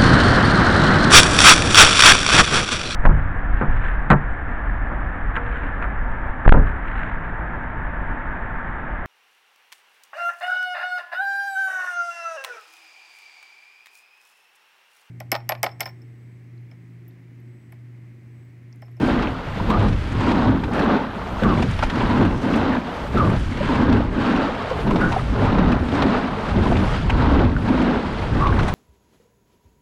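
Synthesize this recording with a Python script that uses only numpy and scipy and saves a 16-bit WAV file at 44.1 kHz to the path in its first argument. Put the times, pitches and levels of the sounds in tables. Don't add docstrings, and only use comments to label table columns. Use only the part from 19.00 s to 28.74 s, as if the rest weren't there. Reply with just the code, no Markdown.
import sys
import numpy as np
from scipy import signal
from scipy.io import wavfile
from scipy.ndimage import uniform_filter1d

SR = 44100
rng = np.random.default_rng(int(sys.argv[2]) if len(sys.argv) > 2 else 0)


def materialize(psi):
    bounded = np.clip(np.atleast_2d(psi).T, -1, 1)
    quanta = np.round(bounded * 32767).astype(np.int16)
    wavfile.write(sys.argv[1], SR, quanta)


N = 429534


def from_db(db):
    return 10 ** (np.asarray(db) / 20)


def power_db(power):
    return 10 * np.log10(power)


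def rms_one(x):
    return x / np.sqrt(np.mean(x ** 2) + 1e-20)


def in_time(rows, outside=None):
    s, *columns = np.transpose(rows)
    return [np.interp(np.arange(N) / SR, s, c, outside, outside) for c in columns]


def drift(rate_hz):
    r = np.exp(-2 * np.pi * rate_hz * 20 / SR)
    noise = rng.standard_normal(N // 20 + 2002)
    slow = signal.lfilter([1], [1, -2 * r, r * r], noise)[2000:]
    return np.interp(np.arange(N) / 20, np.arange(len(slow)), rms_one(slow))


def resonance(x, hz, width_hz):
    r = np.exp(-np.pi * width_hz / SR)
    poles = [1, -2 * r * np.cos(2 * np.pi * hz / SR), r * r]
    return signal.lfilter([(1 - r * r) / 2, 0, (r * r - 1) / 2], poles, x)


def band(x, low_hz, high_hz, order=2):
    return signal.sosfilt(signal.butter(order, [low_hz, high_hz], "band", fs=SR, output="sos"), x)


def dulled(x, hz):
    return signal.sosfilt(signal.butter(4, hz, fs=SR, output="sos"), x)


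def coloured(source, spectrum, own_db=0., own_rate=10.):
    hz, db = np.transpose(spectrum)
    edges = hz[0] * 2 ** np.arange(0, np.log2(hz[-1] / hz[0]) + .25, .5)
    out = 0
    for k, (low, high) in enumerate(zip(edges, edges[1:])):
        middle_db = np.interp(np.log(low * high) / 2, np.log(hz), db)
        out = out + band(source[k % 2], low, high) * from_db(middle_db + own_db * drift(own_rate))
    return out


def grains(per_s, spread_db):
    sizes_db = spread_db * np.minimum(rng.exponential(1, (2, N)), 5)
    sizes = from_db(sizes_db) * rng.standard_normal((2, N))
    return rms_one(sizes * (rng.random((2, N)) < per_s / SR))


def bubbles(per_s, cycles, low_hz, high_hz):
    births, dealt = grains(per_s, 2.)[0], rng.integers(0, 24, N)
    rings = 0
    for k, hz in enumerate(np.geomspace(low_hz, high_hz, 24)):
        ring = resonance(births * (dealt == k) + 1e-18, hz, hz / cycles)
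        rings = rings + ring * (low_hz / hz) ** 1.9
    return rms_one(dulled(rings, high_hz))


def move(rows, shape):
    t, power = np.arange(N) / SR, np.zeros((len(shape), N))
    for s, hull_s, water_s, *levels in rows:
        since = t - s
        holds = (hull_s, water_s, water_s, hull_s)
        for layer, db, hold, (rise, swell, fall) in zip(power, levels, holds, shape):
            before, during = rise * np.minimum(since, 0), swell * np.clip(since, 0, hold)
            after = fall * np.maximum(since - hold, 0)
            layer += from_db(2 * (db + before + during - after))
    return power


# hull rumble in dB, rush in dB, spray in dB; recoveries add wheel whirr in dB.
RECOVERIES = [(1.28, 0.23, 0.2, -18.5, -25.5, -30.5, -25), (3.01, 0.22, 0.26, -18, -27, -33, -24),
              (4.72, 0.24, 0.26, -18, -26, -30, -25.5), (6.44, 0.28, 0.29, -19.5, -23, -39.5, -32),
              (8.2, 0.23, 0.21, -17.5, -22, -40, -28)]
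DRIVES = [(.02, 0.19, 0.21, -16, -25.5, -33), (1.77, 0.16, 0.18, -15.5, -22, -40),
          (3.48, 0.23, 0.22, -16.5, -23.5, -33), (5.2, 0.25, 0.23, -17.5, -24, -30.5),
          (6.94, 0.28, 0.22, -17.5, -23, -30.5), (8.69, 0.23, 0.26, -15.5, -24.5, -32)]
PULLS = [(.4, .26, 0.32, -61, -33.5, -38.5), (2.15, 0.31, 0.22, -32, -32, -44),
         (3.88, 0.069, 0.2, -31.5, -30.5, -40), (5.6, 0.12, 0.18, -51, -28, -38),
         (7.32, 0.18, 0.18, -31, -27.5, -39), (9.06, 0.079, 0.23, -28.5, -30.5, -36)]
FINISHES = [(.7, 0.19, 0.15, -20, -24.5, -44), (2.425, 0.22, 0.18, -20, -26, -37),
            (4.15, 0.18, 0.19, -17.5, -27.5, -41.5), (5.87, 0.22, 0.32, -16.5, -27, -41),
            (7.564, 0.282, 0.39, -16.5, -27.5, -37.5), (9.35, 0.31, 0.35, -21.5, -27, -42.5)]
# rise in dB per second, swell while held in dB per second, fall in dB per second.
RECOVERY_SHAPE = [(77, 14, 93), (82.5, 2.5, 97.5), (40, -32, 71), (94, -19, 85)]
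DRIVE_SHAPE = [(150, -4.5, 98), (145, 7.5, 88), (150, -18.5, 68)]
PULL_SHAPE = [(60, 3.9, 82), (60, 6, 120), (60, 1, 66)]
FINISH_SHAPE = [(400, -2.5, 370), (350, 3, 260), (150, 15.5, 19)]
# hull in dB, rush in dB, spray in dB.
GLIDE_DB = (-44.5, -40.5, -47)
# share of the stroke since the finish (0 to 1), wind in dB, mist in dB, hiss in dB.
CYCLE = [(0, -3, -4, 0), (.05, -5.5, -1, -2), (.13, -3, 1, -10), (.19, -7.5, 3, -6), (.24, -4.5, -0.5, -6),
         (.3, -4.5, -1, -7), (.4, -4, -4, -5), (.455, 1, -4, -6), (.57, -4.5, 0, -5), (.63, -8, 4, 0),
         (.72, -9, -6, -6), (.83, -17, -5, -6), (.94, -10.5, -1.5, -1), (1, -5.5, -2, -1)]
# time in seconds, wind in dB, mist in dB, hiss in dB.
SLOW_CHANGE = [(0, -16, -54, -66), (.8, -13.5, -57.5, -67), (1.6, -21.5, -59.5, -66),
               (2.5, -14.5, -53, -67), (3.3, -20.5, -55.5, -67), (4.3, -15.5, -52.5, -65),
               (5.1, -18.5, -61, -75), (6, -15, -51.5, -66), (6.9, -15, -58.5, -72), (7.7, -12.5, -51, -75),
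               (8.5, -15, -60, -74), (9.2, -10, -54.5, -79), (9.74, -13.5, -55, -80)]
STROKE_S = 1.72


def stroke():
    *recovery, whirring = move(RECOVERIES, RECOVERY_SHAPE)
    rolls = recovery + move(DRIVES, DRIVE_SHAPE)
    glide = from_db(2 * np.array(GLIDE_DB))[:, None]
    rest = move(PULLS, PULL_SHAPE) + move(FINISHES, FINISH_SHAPE) + glide
    rolled_hull, knocked_hull = rolls[0] + 1e-20, rest[0]
    rush, spray = (rolls + rest)[1:]
    ends = [row[0] for row in FINISHES]
    ends = [ends[0] - STROKE_S, *ends, ends[-1] + STROKE_S]
    phase = np.interp(np.arange(N) / SR, ends, np.arange(len(ends))) % 1
    share, *columns = np.transpose(CYCLE)
    cycle = [np.interp(phase, share, c) + slow for c, slow in zip(columns, in_time(SLOW_CHANGE))]
    by_move = [power_db(p) for p in (whirring, rolled_hull, knocked_hull, rush, spray)]
    return phase, *by_move, *cycle


# pitch in Hz, width of the narrower of its two peaks in Hz, relative level in dB when seats roll,
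# relative level in dB when knocked.
HULL_MODES = [(101.1, 8.7, -14.5, -14), (193, 67.6, -7, 0), (250, 45.3, 0, -0.5), (289, 95, -8, -4.5),
              (1544, 125, -24.5, -24)]


def hull(roll_db, knock_db):
    bumps = grains(2500., 1.27) * from_db(1.0 * drift(12.0))
    modes = 0
    for k, (hz, width, *balance_db) in enumerate(HULL_MODES):
        ring = resonance(resonance(bumps, hz, width), hz, 3.4 * width)
        modes = modes + (-1) ** k * from_db(balance_db)[:, None] * ring
    rolled, knocked = modes
    return from_db(roll_db) * rms_one(rolled) + from_db(knock_db) * rms_one(knocked)


# start in seconds, boom level in dB before the soft attack,
# added shake of the knocked hull in dB before the soft attack.
THUMPS = [(0.59, -20, -13), (0.776, -2, -20), (0.903, -9, -26), (1.459, -2, -22), (2.45, -5, -1.5),
          (3.057, -7, -28), (3.188, -1, -3), (4.238, -5.5, -14), (4.318, -10, -25), (4.797, -13, -26),
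          (4.929, -5, -14), (5.928, -23, -28), (6.347, -21, -16), (6.466, -6, -26), (6.654, -20, -21),
          (7.564, -14, -30), (8.106, -8, -22), (8.399, -11, -24), (9.309, -5, -12)]
THUMP_RISE_S, THUMP_T60_S = 0.027, 0.23


def thumps(knock_db):
    booms, shake, t = np.zeros(N), from_db(2 * knock_db), np.arange(SR // 3) / SR
    push = from_db(-60 * t / THUMP_T60_S) * (1 - np.exp(-t / THUMP_RISE_S))
    swing = push * np.sin(2 * np.pi * HULL_MODES[0][0] * t)
    for s, db, shake_db in THUMPS:
        at = round(s * SR)
        booms[at:at + len(t)] += (from_db(db) * swing)[:N - at]
        shake[at:at + len(t)] += (from_db(shake_db) * push[:N - at]) ** 2
    return booms, power_db(shake)


WHIRR_HZ, WHIRR_WIDTH_HZ = 950, 220


def whirr(level_db):
    bumps = grains(2500., 0.64)[0]
    once = resonance(bumps, WHIRR_HZ, WHIRR_WIDTH_HZ)
    return from_db(level_db) * rms_one(resonance(once, WHIRR_HZ, 2 * WHIRR_WIDTH_HZ))


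# frequency in Hz, relative level in dB per Hz.
JOLT_SPECTRUM = [(500, 6), (1200, -1), (3000, -11.5), (5000, -24.5)]
JOLTS_PER_S, JOLT_DB = 80., -15.5
JOLT_POLE_T60_S = 0.027


def rattle(hull_db):
    fall = from_db(-60 / (JOLT_POLE_T60_S * SR))
    hits = np.abs(grains(JOLTS_PER_S, 0)[0]) + 1e-18
    knocks = signal.lfilter([1], [1, -2 * fall, fall * fall], hits)
    scrape = dulled(coloured(grains(6000., 0.92), JOLT_SPECTRUM, own_db=5.5, own_rate=33.0), 5600)
    return from_db(hull_db + JOLT_DB) * rms_one(np.tanh(rms_one(knocks)) * scrape)


# frequency in Hz, relative level in dB per Hz.
RUSH_SPECTRUM = [(250, -36), (450, 3), (700, -2), (1000, 1.5), (1500, -8.5), (2100, -17.5), (3200, -14),
                 (5000, -66.5)]
SPRAY_SPECTRUM = [(1200, 13), (2200, 4.5), (3200, 3), (4500, -7.5), (6000, -22), (8500, -14)]


def water(rush_db, spray_db, surge):
    rush = rms_one(dulled(coloured(grains(6000., 0.89), RUSH_SPECTRUM, own_rate=8.), 6300))
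    rush = rush + from_db(-5) * bubbles(400., 21., 420.5, 2540)
    rush = rms_one(rush * from_db(0.82 * surge))
    spray = coloured(grains(8000., 0.73), SPRAY_SPECTRUM, own_db=-0.5, own_rate=13.0)
    spray = rms_one(dulled(spray * from_db(1.34 * surge), 7740))
    spray = spray + from_db(-13) * bubbles(250., 27.0, 2160, 5100)
    return from_db(rush_db) * rush + from_db(spray_db) * rms_one(spray)


# start in seconds, body level in dB, treble against the body in dB
SPLASHES = [(0.2219, -27, -51), (0.701, -23, -22), (0.7924, -28, -17), (0.882, -26, -22), (0.925, -27, -27),
            (1.1189, -35.5, -10), (1.205, -29, -22), (1.3134, -23, -38), (1.635, -26, -35),
            (1.731, -28, -19), (1.7908, -26, -28), (2.433, -25, -19), (2.622, -21.5, -20),
            (2.708, -29, -14), (2.788, -22, -32), (2.825, -21, -24), (2.835, -23.5, -21),
            (2.898, -24.5, -30), (2.952, -27, -27), (3.0929, -25, -31), (3.206, -34, -30),
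            (3.249, -37, -11), (3.5559, -39, -3), (4.174, -26, -21), (4.2967, -37, -10), (4.5236, -35, -30),
            (4.571, -27.5, -30), (4.925, -23, -41), (5.3602, -28, -29), (5.7, -28, -30), (5.907, -27, -28),
            (5.956, -21.5, -36), (6.006, -24, -30), (6.12, -24.5, -20), (6.4476, -27, -23),
            (6.718, -22.5, -38), (6.884, -29, -30), (6.948, -28, -25), (7.021, -17.5, -39),
            (7.6531, -29, -21), (7.7653, -24.5, -30), (8.095, -20.5, -28), (8.8164, -27, -18),
            (9.4056, -29, -27), (9.468, -23.5, -33), (9.589, -21.5, -30), (9.6294, -25.5, -19),
            (9.68, -22, -16), (9.694, -40, -12)]
# frequency in Hz, relative level in dB per Hz.
SPLASH_SPECTRUM = [(350, -0.5), (800, 15.5), (1500, 11), (3000, 7), (5000, -10.5), (7500, -39)]
SPLASH_RISE_S, SPLASH_T60_S = 0.0022, 0.044
SPATTER_S, SPATTER_DB = .012, -11


def splashes():
    body, treble, t = np.zeros(N + SR), np.zeros(N + SR), np.arange(SR // 8) / SR
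    burst = from_db(-60 * t / SPLASH_T60_S) * (1 - np.exp(-t / SPLASH_RISE_S))
    for (s, db, treble_db), chance in zip(SPLASHES, rng.random((len(SPLASHES), 2))):
        spatter = [(c * SPATTER_S, SPATTER_DB * (1 + c)) for c in chance]
        for late, loss_db in [(0, 0), *spatter]:
            at = round((s + late) * SR)
            body[at:at + len(t)] += from_db(db + loss_db) * burst
            treble[at:at + len(t)] += from_db(db + treble_db + loss_db) * burst
    low = rms_one(coloured(grains(7000., 0.86), SPLASH_SPECTRUM, own_db=3.0, own_rate=33.0))
    high = rms_one(dulled(band(grains(9000., 1.5)[0], 5500, 8900), 11500))
    return from_db(6.5) * body[:N] * low + from_db(2.0) * treble[:N] * high


# start in
# seconds, level in dB before the attack and a 9 dB lift, starting pitch in Hz.
GULPS = [(0.599, -15.5, 960), (1.633, -21, 860), (1.71, -18, 795), (2.419, -16.5, 500), (2.434, -10, 1500),
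         (2.627, -12, 2530), (2.792, -30, 1030), (2.83, -16, 580), (3.882, -19, 700), (4.513, -23, 250),
         (4.523, -16, 2120), (4.607, -14, 558), (5.712, -13, 503), (5.912, -11, 1020), (5.959, -21, 656),
         (6.134, -16, 925), (6.163, -7, 736), (7.661, -12, 990), (7.72, -10, 670), (8.098, -13, 1560),
         (8.565, -10.5, 1450), (9.525, -7, 1550), (9.595, -10, 1430)]


def gulps():
    out, t = np.zeros(N), np.arange(SR // 10) / SR
    attack = 1 - np.exp(-t / 0.0029)
    for s, db, hz in GULPS:
        at, phase = round(s * SR), 2 * np.pi * hz * t * (1 + 1.7 * t)
        ring = from_db(db + 9.0 - 60 * t * hz / 20.0) * attack * np.sin(phase)
        out[at:at + len(t)] += ring[:N - at]
    return out * (1 + 0.41 * drift(350.0))


def plink(hz, cycles, t):
    age = t * hz / cycles
    return from_db(-60 * age) * (1 - np.exp(-t / 0.0013)) * np.sin(2 * np.pi * hz * t * (1 + 0.2 * age))


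TRICKLES_PER_S, TRICKLE_DB, TRICKLE_CYCLES = 220, -8.5, 16.5


def trickles(rush_db):
    out, t = np.zeros(N + SR), np.arange(SR // 20) / SR
    born = np.flatnonzero(rng.random(N) < TRICKLES_PER_S * from_db(4. * drift(7.)) / SR)
    for at, (pitch, size, length) in zip(born, rng.random((len(born), 3))):
        hz = 800 * 5. ** pitch
        drop = plink(hz, TRICKLE_CYCLES * (.5 + length), t)
        out[at:at + len(t)] += from_db(-14. * size - 11. * pitch) * drop
    return from_db(rush_db + TRICKLE_DB) * rms_one(out[:N])


# time in seconds, pitch in Hz before the waver, level in dB before smoothing and flicker.
SQUEALS = [
    [(.704, 1024, -15), (.725, 1170, -27), (.752, 1240, -17), (.79, 1127, -33)],
    [(2.452, 1183, -10), (2.472, 1078, -26), (2.49, 1260, -27), (2.525, 1093, -18.5), (2.555, 1110, -32)],
    [(4.168, 1330, -18), (4.195, 1240, -16.5), (4.265, 1150, -24), (4.29, 1140, -30)],
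    [(6.005, 1433, -21), (6.028, 1460, -16.5), (6.065, 1490, -23), (6.115, 1510, -33)],
    [(9.405, 1122, -19), (9.445, 1100, -15), (9.455, 1102, -23), (9.47, 1144, -13), (9.48, 1144, -28),
     (9.505, 1060, -15)],
]


def oarlock():
    tone, hiss, waver, catch = np.zeros(N), np.zeros(N), drift(87.0), drift(68.0)
    scatter = drift(160.) + 1j * drift(160.)
    for rows in SQUEALS:
        hz, db = in_time(rows)[0], in_time(rows, outside=-120)[1]
        turns = np.cumsum(hz * (1 + .024 * waver)) / SR
        swing = uniform_filter1d(from_db(db), size=500) * np.exp(2j * np.pi * turns)
        tone, hiss = tone + swing.imag, hiss + (swing * scatter).imag
    return (0.92 * tone + 0.53 * hiss) * from_db(1.3 * catch)


# frequency in Hz, relative level in dB per Hz.
WIND_SPECTRUM = [(36, -9.5), (50, -6.5), (100, -8), (160, -11.5), (300, -23.5), (700, -39)]
DEEP_HZ, DEEP_DB, DEEP_FADE_DB = 41.7, -3.5, 10.5


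def wind(level_db, phase):
    eddies = coloured(rng.standard_normal((2, N)), WIND_SPECTRUM, own_db=2.5, own_rate=7.3)
    deep = rms_one(band(rng.standard_normal(N), 17.7, DEEP_HZ)) * from_db(2.2 * drift(5.1))
    deep_db = DEEP_DB - DEEP_FADE_DB * uniform_filter1d(phase, size=4000)
    return from_db(level_db) * (rms_one(eddies) + from_db(deep_db) * deep)


def mist(mist_db, hiss_db, surge):
    spectrum = [(4500, 4.0), (6500, -9.0), (9000, -9.5), (11500, -7.5)]  # (Hz, relative dB per Hz)
    fizz = coloured(grains(9000., 1.5), spectrum, own_db=2.0, own_rate=11.0)
    fizz = dulled(dulled(fizz, 10900), 10900)
    hiss = dulled(band(rng.standard_normal(N), 11900, 15300, order=3), 13500)
    return from_db(mist_db + 0.83 * surge) * rms_one(fizz) + from_db(hiss_db) * rms_one(hiss)


# start in seconds, starting level in dB.
TICKS = [(0.6974, -46), (2.4334, -45), (3.5583, -51), (4.1759, -51), (5.9054, -49)]
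TICK_T60_S = 0.029


def ticks():
    level, t = np.zeros(N), np.arange(SR // 10) / SR
    for s, db in TICKS:
        at = round(s * SR)
        level[at:at + len(t)] += from_db(db - 60 * t / TICK_T60_S)[:N - at]
    return level * rms_one(band(rng.standard_normal(N), 11300, 20000, order=3))


def scene():
    phase, whirr_db, roll_db, knock_db, rush_db, spray_db, wind_db, mist_db, hiss_db = stroke()
    booms, knock_db = thumps(knock_db)
    hull_db = power_db(from_db(2 * roll_db) + from_db(2 * knock_db))
    surge = drift(7.7) + 0.5 * drift(33.0)
    mix = hull(roll_db, knock_db) + booms + whirr(whirr_db) + rattle(hull_db)
    mix = mix + water(rush_db, spray_db, surge) + splashes() + gulps() + trickles(rush_db)
    mix = mix + oarlock() + wind(wind_db, phase) + mist(mist_db, hiss_db, surge) + ticks()
    return mix[None]


CUTOFF_HZ = 15900


def record(dry):
    rounded = 0.62 * np.tanh(dry / 0.76)
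    return signal.sosfilt(signal.cheby2(22, 70, CUTOFF_HZ, fs=SR, output="sos"), rounded)


dry = scene()
out = record(dry)
materialize(out)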